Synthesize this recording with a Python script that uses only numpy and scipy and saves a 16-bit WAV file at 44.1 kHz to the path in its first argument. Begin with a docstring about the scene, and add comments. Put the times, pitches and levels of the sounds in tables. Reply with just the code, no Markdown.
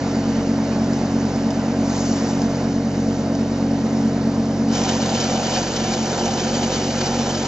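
"""A diesel snow blower on a wheel loader runs at full speed across an ice rink, some way off.
Its exhaust and cooling fan drone and throb against each other while the cutting edge scrapes
over the ice and stray lumps hit the steel. Then the auger, the screw that feeds snow in, bites
into a snowbank: the engine sags, and snow and lumps rush through the chute."""
import sys
import numpy as np
from scipy import signal
from scipy.fft import rfft, irfft, next_fast_len
from scipy.io import wavfile
from scipy.ndimage import uniform_filter1d

SR = 44100
rng = np.random.default_rng(int(sys.argv[2]) if len(sys.argv) > 2 else 0)


def to_wav(sig):
    """Store sig (one row per channel, or 1-D mono) as 16-bit WAV at the path in sys.argv[1].

    Samples outside -1..1 are clipped; the rate is SR.
    """
    pcm = np.clip(np.atleast_2d(sig), -1, 1) * 32767
    pcm = np.round(pcm).astype(np.int16)
    wavfile.write(sys.argv[1], SR, pcm.T)  # frames by channels


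N = 329427
T = np.arange(N) / SR
BITE_S = 4.67  # the auger meets the snowbank


def amp(db):
    """Turns decibels into a number to multiply by."""
    return 10 ** (np.asarray(db) / 20)


def unit(x):
    """Scales x to an average strength (rms) of 1."""
    return x / np.sqrt(np.mean(x ** 2) + 1e-20)


def curve(rows):
    """Joins (time_s, value) rows with straight lines."""
    return np.interp(T, *np.transpose(rows))


def shape(points, hz):
    """The gain at each pitch, read from (pitch_hz, gain_db) rows."""
    pitch_hz, gain_db = np.transpose(points)
    return amp(np.interp(np.log(hz + 1), np.log(pitch_hz), gain_db))


def colour(x, points):
    """Turns the pitches in x up or down by (pitch_hz, gain_db) rows."""
    size = next_fast_len(N)
    return irfft(rfft(x, size) * shape(points, np.fft.rfftfreq(size, 1 / SR)), size)[..., :N]


def wander(rate_hz):
    """A smooth random drift of strength 1, changing up to about rate_hz times a second."""
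    size = 4096
    hz = np.fft.rfftfreq(size, T[-1] / size)
    slow = irfft(rfft(rng.standard_normal(size)) / (1 + (hz / rate_hz) ** 4))
    return unit(np.interp(T, np.linspace(0, T[-1], size), slow))


def swell(peak_s, half_length_s):
    """A smooth rise to 1 and back."""
    return np.exp(-((T - peak_s) / half_length_s) ** 2)


def rush(points, patchy_db):
    """Gusty noise in three rows: direct, scattered left and scattered right."""
    _, _, spectrum = signal.stft(rng.standard_normal((3, N)), SR, nperseg=512)
    patches = uniform_filter1d(rng.standard_normal(spectrum.shape[1:]), size=8, axis=0)  # 700 Hz wide
    patches = uniform_filter1d(patches, size=7, axis=1)  # 40 ms long
    gusty = signal.istft(spectrum * amp(patchy_db * unit(patches)), SR, nperseg=512)[1][:, :N]
    return unit(colour(gusty, points))


def blower_load(fill_s=1.3):
    """How full the blower is: 0 until the bite, then rising steadily to 1."""
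    return np.clip((T - BITE_S) / fill_s, 0, 1)


def auger(turns):
    """Swings between -1 and 1 with each turn of the auger, about three times a second."""
    return np.cos(2 * np.pi * turns * .0681)


def rotor(turns, tones, fade_db, rough, smear):
    """One pulse a turn makes a stack of tones that fade in the wind; high ones flutter most."""
    load, out = blower_load(), np.zeros(N)
    for multiple, level_db, load_change_db in tones:
        angle = 2 * np.pi * multiple * turns + smear * multiple ** 2 * rng.standard_normal()
        level = amp(level_db + load_change_db * load + fade_db * wander(2.0))
        flutter = rough * multiple * (1 + 1.2 * load)
        tone = (1 + flutter * wander(9.3)) * np.sin(angle)
        out -= level * (tone + flutter * wander(16) * np.cos(angle))
    return out


# How fast the blower's engine turns: time_s, turns_per_s
ENGINE_SPEED = [(0, 46.2), (3, 46.36), (3.5, 46.27), (4.75, 46.41), (5.7, 45.48), (6, 45.72), (6.65, 46.75),
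                (7.15, 46.68), (7.47, 46.14)]
def engine_speed():
    """The engine sags in the snowbank, then its speed control overshoots."""
    return curve(ENGINE_SPEED)


# The exhaust's tones: times_engine_speed, level_db, load_change_db
EXHAUST_TONES = [(1, -41.5, 1.5), (2, -33.5, -3), (3, -29.5, -2), (4, -30, -5.5), (5, -28, -0.5),
                 (6, -24.5, -11), (7, -58, 4), (8, -40, 3.5), (9, -51.5, 1), (10, -39.5, -9),
                 (11, -45.5, 7), (12, -43, -6), (14, -42.5, -6.5), (15, -51, 6.5)]
def exhaust(turns):
    """Puffs of exhaust blend into a drone that gets quieter when the engine slows."""
    speed_change = engine_speed() - np.median(engine_speed())
    return rotor(turns, EXHAUST_TONES, fade_db=0.68, rough=0.016, smear=0.012) * amp(2.9 * speed_change)


# The fan's tones: times_fan_speed, level_db, load_change_db
FAN_TONES = [(4, -46.5, 2.5), (5, -23, -10.5), (8, -40.5, 2), (10, -45.5, -9)]
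# The fan's slow rise and fall: time_s, gain_db
FAN_LOUDNESS = [(0, -0.5), (3.4, -2.5), (4.05, 2), (5.5, -0.5), (6.2, 2), (7.47, -3)]
def fan(turns):
    """The belt-driven fan runs just behind the engine, so they throb nine times a second."""
    blades = rotor(turns * .96, FAN_TONES, fade_db=-0.3, rough=0.028, smear=0.0028)
    return blades * amp(curve(FAN_LOUDNESS))


# The impeller drive's tones: times_impeller_speed, level_db, load_change_db
IMPELLER_TONES = [(22, -39.5, -15), (23, -47, -5.5), (26, -60.5, -7.5), (32, -56.5, -5), (35, -44, -10.5)]
def impeller(turns):
    """The drive of the wheel that throws the snow hums, turning once per five engine turns."""
    return rotor(turns * .2, IMPELLER_TONES, fade_db=2, rough=.006, smear=.01)


# The loader engine's tones: times_cycle_rate, level_db, load_change_db
LOADER_TONES = [(2, -58.5, -5), (3, -56.5, 0.5), (5, -55, 6.5), (6, -48, 0), (9, -47, 3.5),
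                (10, -45.5, -6.5), (11, -35, 2), (12, -36.5, -3), (15, -45.5, 7)]
def loader_engine(cycle_hz=19.76):
    """The loader's own four-stroke engine hums at a steady speed."""
    return rotor(T * cycle_hz, LOADER_TONES, fade_db=-0.5, rough=0.0045, smear=0.1078)


def drone(turns):
    """All four hums together: the upper tones surge with the auger and the lowest one wavers."""
    puffs, blades = exhaust(turns), fan(turns)
    hum = puffs + blades + impeller(turns) + loader_engine()
    upper = colour(puffs + blades, [(140, -20), (225, -2.5), (280, 0), (500, -16)])
    lowest = colour(puffs, [(50, 0), (90, -21), (200, -59.5)])
    return hum - .24 * auger(turns) * upper + .45 * np.tanh(wander(7)) * lowest


# Whines of the gears and hydraulics: pitch_hz, level_db
WHINE_TONES = [(466.6, -44.5), (1857, -58.5), (2132, -60.5), (3768, -58.5)]
def whines():
    """Gears and hydraulics sing thin, wavering tones that sag with the engine."""
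    speed = engine_speed() / engine_speed()[:N // 2].mean()
    out = np.zeros(N)
    for pitch_hz, level_db in WHINE_TONES:
        level = amp(level_db + 1.9 * wander(2.3)) * np.sqrt(2)
        wavering_hz = pitch_hz * speed * (1 + .002 * wander(12))
        out += level * np.sin(2 * np.pi * np.cumsum(wavering_hz) / SR)
    return out


# The tone colour of the engine's clatter: pitch_hz, gain_db
CLATTER_COLOUR = [(28, -105), (42, -74), (70, -70), (110, -61.5), (170, -58.5), (228, -55), (275, -56),
                  (400, -59), (650, -57), (850, -61.5), (1150, -69.5), (1500, -69.5), (2500, -76),
                  (7000, -82.5)]
# How bright the clatter is: time_s, treble_db
CLATTER_BRIGHTNESS = [(0, 1.8), (1.4, 1), (2.2, 2.5), (2.62, 1.5), (2.72, -1.5), (3.7, -1.5), (3.95, 0.2),
                      (4.6, -1.5)]
def clatter(turns):
    """Noise of burning fuel and the fan pulses with three firings a turn and rocks with the auger."""
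    firing = 1 + 0.028 * np.cos(2 * np.pi * 3 * turns)
    noise = amp(-29) * rush(CLATTER_COLOUR, patchy_db=0.86) * unit(firing)
    treble = colour(noise, [(250, -23.5), (600, -7.5), (1200, -1)])
    return (noise + treble * (amp(curve(CLATTER_BRIGHTNESS)) - 1)) * amp(0.62 * auger(turns))


# The tone colour of ice against steel: pitch_hz, gain_db
ICE_COLOUR = [(1000, -24), (2400, -7), (3100, 1), (3800, 1), (5000, 3), (6000, 0.5), (7500, -4)]
def scrape(dig_s=1.75, rise_s=0.23, hold_s=0.18, fade_s=0.16):
    """The cutting edge hisses over the ice, louder and brighter the one time it digs in."""
    age = T - dig_s
    dig_db = 7 * np.clip(age / rise_s, 0, 1) * np.exp(-np.maximum(age - rise_s - hold_s, 0) / fade_s)
    slide_db = -38.5 - 0.32 * T + 0.76 * wander(4.3)
    hiss = rush(ICE_COLOUR, patchy_db=1.6)
    treble = colour(hiss, [(4500, -28), (5600, -8), (6500, 2.5)])
    return amp(slide_db + dig_db) * (hiss + 0.11 * dig_db * treble)


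# Ice lumps hitting the steel: start_s, relative_level_db, fade_s
LUMP_HITS = [(0.932, -36, 0.0055), (1.505, -29, 0.0038), (2.418, -29, 0.003), (3.351, -32, 0.0031),
             (4.753, -33, 0.0047), (4.892, -26, 0.0063), (5.2, -28.5, 0.028), (5.535, -36, 0.06),
             (5.763, -23.5, 0.0082), (5.929, -28.5, 0.014), (6.397, -32, 0.014), (6.544, -34, 0.0076),
             (6.735, -29.5, 0.012), (7.057, -29, 0.018)]
def lumps(rise_s=0.00031):
    """Each lump shatters on the steel in a short burst of noise."""
    bursts = np.zeros(N)
    for start_s, level_db, fade_s in LUMP_HITS:
        age = np.maximum(T - start_s, 0)
        bursts += amp(level_db + 6) * (1 - np.exp(-age / rise_s)) * np.exp(-age / fade_s)
    return bursts * rush(ICE_COLOUR, patchy_db=2.0)


# The tone colour of snow in the housing: pitch_hz, gain_db
CHURN_COLOUR = [(120, -22), (280, -7), (400, -7), (510, 2), (620, -4), (700, -1.5), (765, 4.5), (840, -4),
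                (950, -3), (1130, -17), (2000, -28)]
# Thick wads of snow passing through: peak_s, rise_db, half_length_s
SNOW_WADS = [(4.894, 6, 0.085), (5.094, 4.5, 0.044), (5.35, 5, 0.075), (5.55, 5.5, .1), (6.238, 6, 0.11),
             (6.6, 4, .08), (7.135, 3.5, 0.033), (7.286, 6, 0.027)]
def churn(clumps_db):
    """Snow churns in the housing, and each thick wad makes the impeller howl."""
    wads_db = sum(rise_db * swell(peak_s, half_s) for peak_s, rise_db, half_s in SNOW_WADS)
    return amp(-32 + wads_db + clumps_db) * rush(CHURN_COLOUR, patchy_db=0.94)


def grit(per_s, spread_db, fade_s=0.0043):
    """The loudness of a stream of ice grains, each a brief flare over the steady rush."""
    sizes = amp(spread_db * np.minimum(rng.exponential(1, N), 4))
    grains = sizes * (rng.random(N) < per_s / SR)
    flares = signal.lfilter([1], [1, -np.exp(-1 / (fade_s * SR))], 0.23 * grains ** 2)
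    return unit(np.sqrt(1 + flares))


# The tone colour of snow leaving the chute: pitch_hz, gain_db
SPRAY_COLOUR = [(700, -20), (1130, -7.5), (1350, 0.5), (1750, -2.5), (2050, -5), (2400, -2), (2750, -2.5),
                (3080, 3), (3600, 0), (4600, -0.5), (5400, -2), (5850, -1), (6200, -2), (7500, -4)]
def spray(turns, clumps_db, echo_s=.0017, lag_s=0.099):
    """Snow hisses out of the chute, swelling with each lump and each push of the auger."""
    hiss = rush(SPRAY_COLOUR, patchy_db=1.1) * grit(per_s=170, spread_db=2.5)
    echo = np.roll(hiss, round(echo_s * SR))  # off the steel wall
    lumps_db = 2.5 * sum(swell(start_s, 1.9 * fade_s) for start_s, _, fade_s in LUMP_HITS)
    push_db = 0.34 * np.interp(T - lag_s, T, auger(turns))
    steady_db = -25 - blower_load()  # a little quieter once packed full
    return amp(steady_db + push_db + lumps_db + clumps_db) * (hiss + 0.088 * echo)


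def snow(turns, rise_s=0.08):
    """Once the auger bites, snow churns and sprays in the same uneven clumps."""
    bite = np.clip((T - BITE_S) / rise_s, 0, 1)
    clumps_db = 0.5 * wander(38)
    return bite * (churn(clumps_db) + spray(turns, clumps_db))


# Narrow bands that each microphone opening changes, mostly dips: pitch_hz, width_hz, gain_db
LEFT_BANDS = [(2220, 1500, -6), (2620, 380, -11), (3460, 400, -7.5)]
RIGHT_BANDS = [(2040, 380, 1), (3485, 400, -7), (3890, 790, -22), (4330, 250, -8), (4890, 300, -6)]
def microphones(direct, left_delay_s=2.2e-5):
    """Two small microphone openings each colour the sound; the left hears slightly later."""
    size = next_fast_len(N)
    f = np.fft.rfftfreq(size, 1 / SR)

    def band(hz, width, gain):
        return (hz ** 2 - f ** 2 + 1j * f * width * gain) / (hz ** 2 - f ** 2 + 1j * f * width)

    left, right = (np.prod([band(hz, width, amp(db)) for hz, width, db in side], axis=0)
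                   for side in (LEFT_BANDS, RIGHT_BANDS))
    left *= np.exp(-2j * np.pi * f * left_delay_s)
    left *= shape([(300, 0), (600, -.8), (1500, -1.4), (3500, .5), (7000, 0)], f)
    right *= band(hz=3340, width=190, gain=-.8)  # a hollow behind this opening flips the wave over
    return irfft(rfft(direct, size) * np.array([left, right]), size)[:, :N]


def scene(first_throb_s=.063):
    """The machine straight ahead, and a little of its noise scattered back by the snowbanks."""
    turns = np.cumsum(engine_speed()) / SR
    turns -= np.interp(first_throb_s, T, turns)  # a firing and a fan blade line up here
    noise = clatter(turns) + scrape() + snow(turns) + lumps()
    scattered = colour(noise[1:], [(40, -4.5), (200, -13), (700, -14), (1300, -22), (2400, -13),
                                   (3400, -14.5), (4400, -21), (6000, -24), (7400, -21.5), (8000, -13.5)])
    return microphones(drone(turns) + whines() + noise[0]) + scattered


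# How the camera dulls the highest sounds: pitch_hz, gain_db
TREBLE_LOSS = [(6800, 1.5), (7300, -2.5), (7650, -11), (7850, -22.5), (8000, -43), (8200, -26), (8450, -20),
               (8700, -26.5), (8900, -35)]
def record(dry, top_hz=8900):
    """The camera softens the treble and cuts off everything above top_hz."""
    cutoff = signal.firwin(1023, top_hz, window=("kaiser", 9), fs=SR)
    return signal.oaconvolve(colour(dry, TREBLE_LOSS), cutoff[None], "same")


dry = scene()
out = record(dry)
to_wav(out)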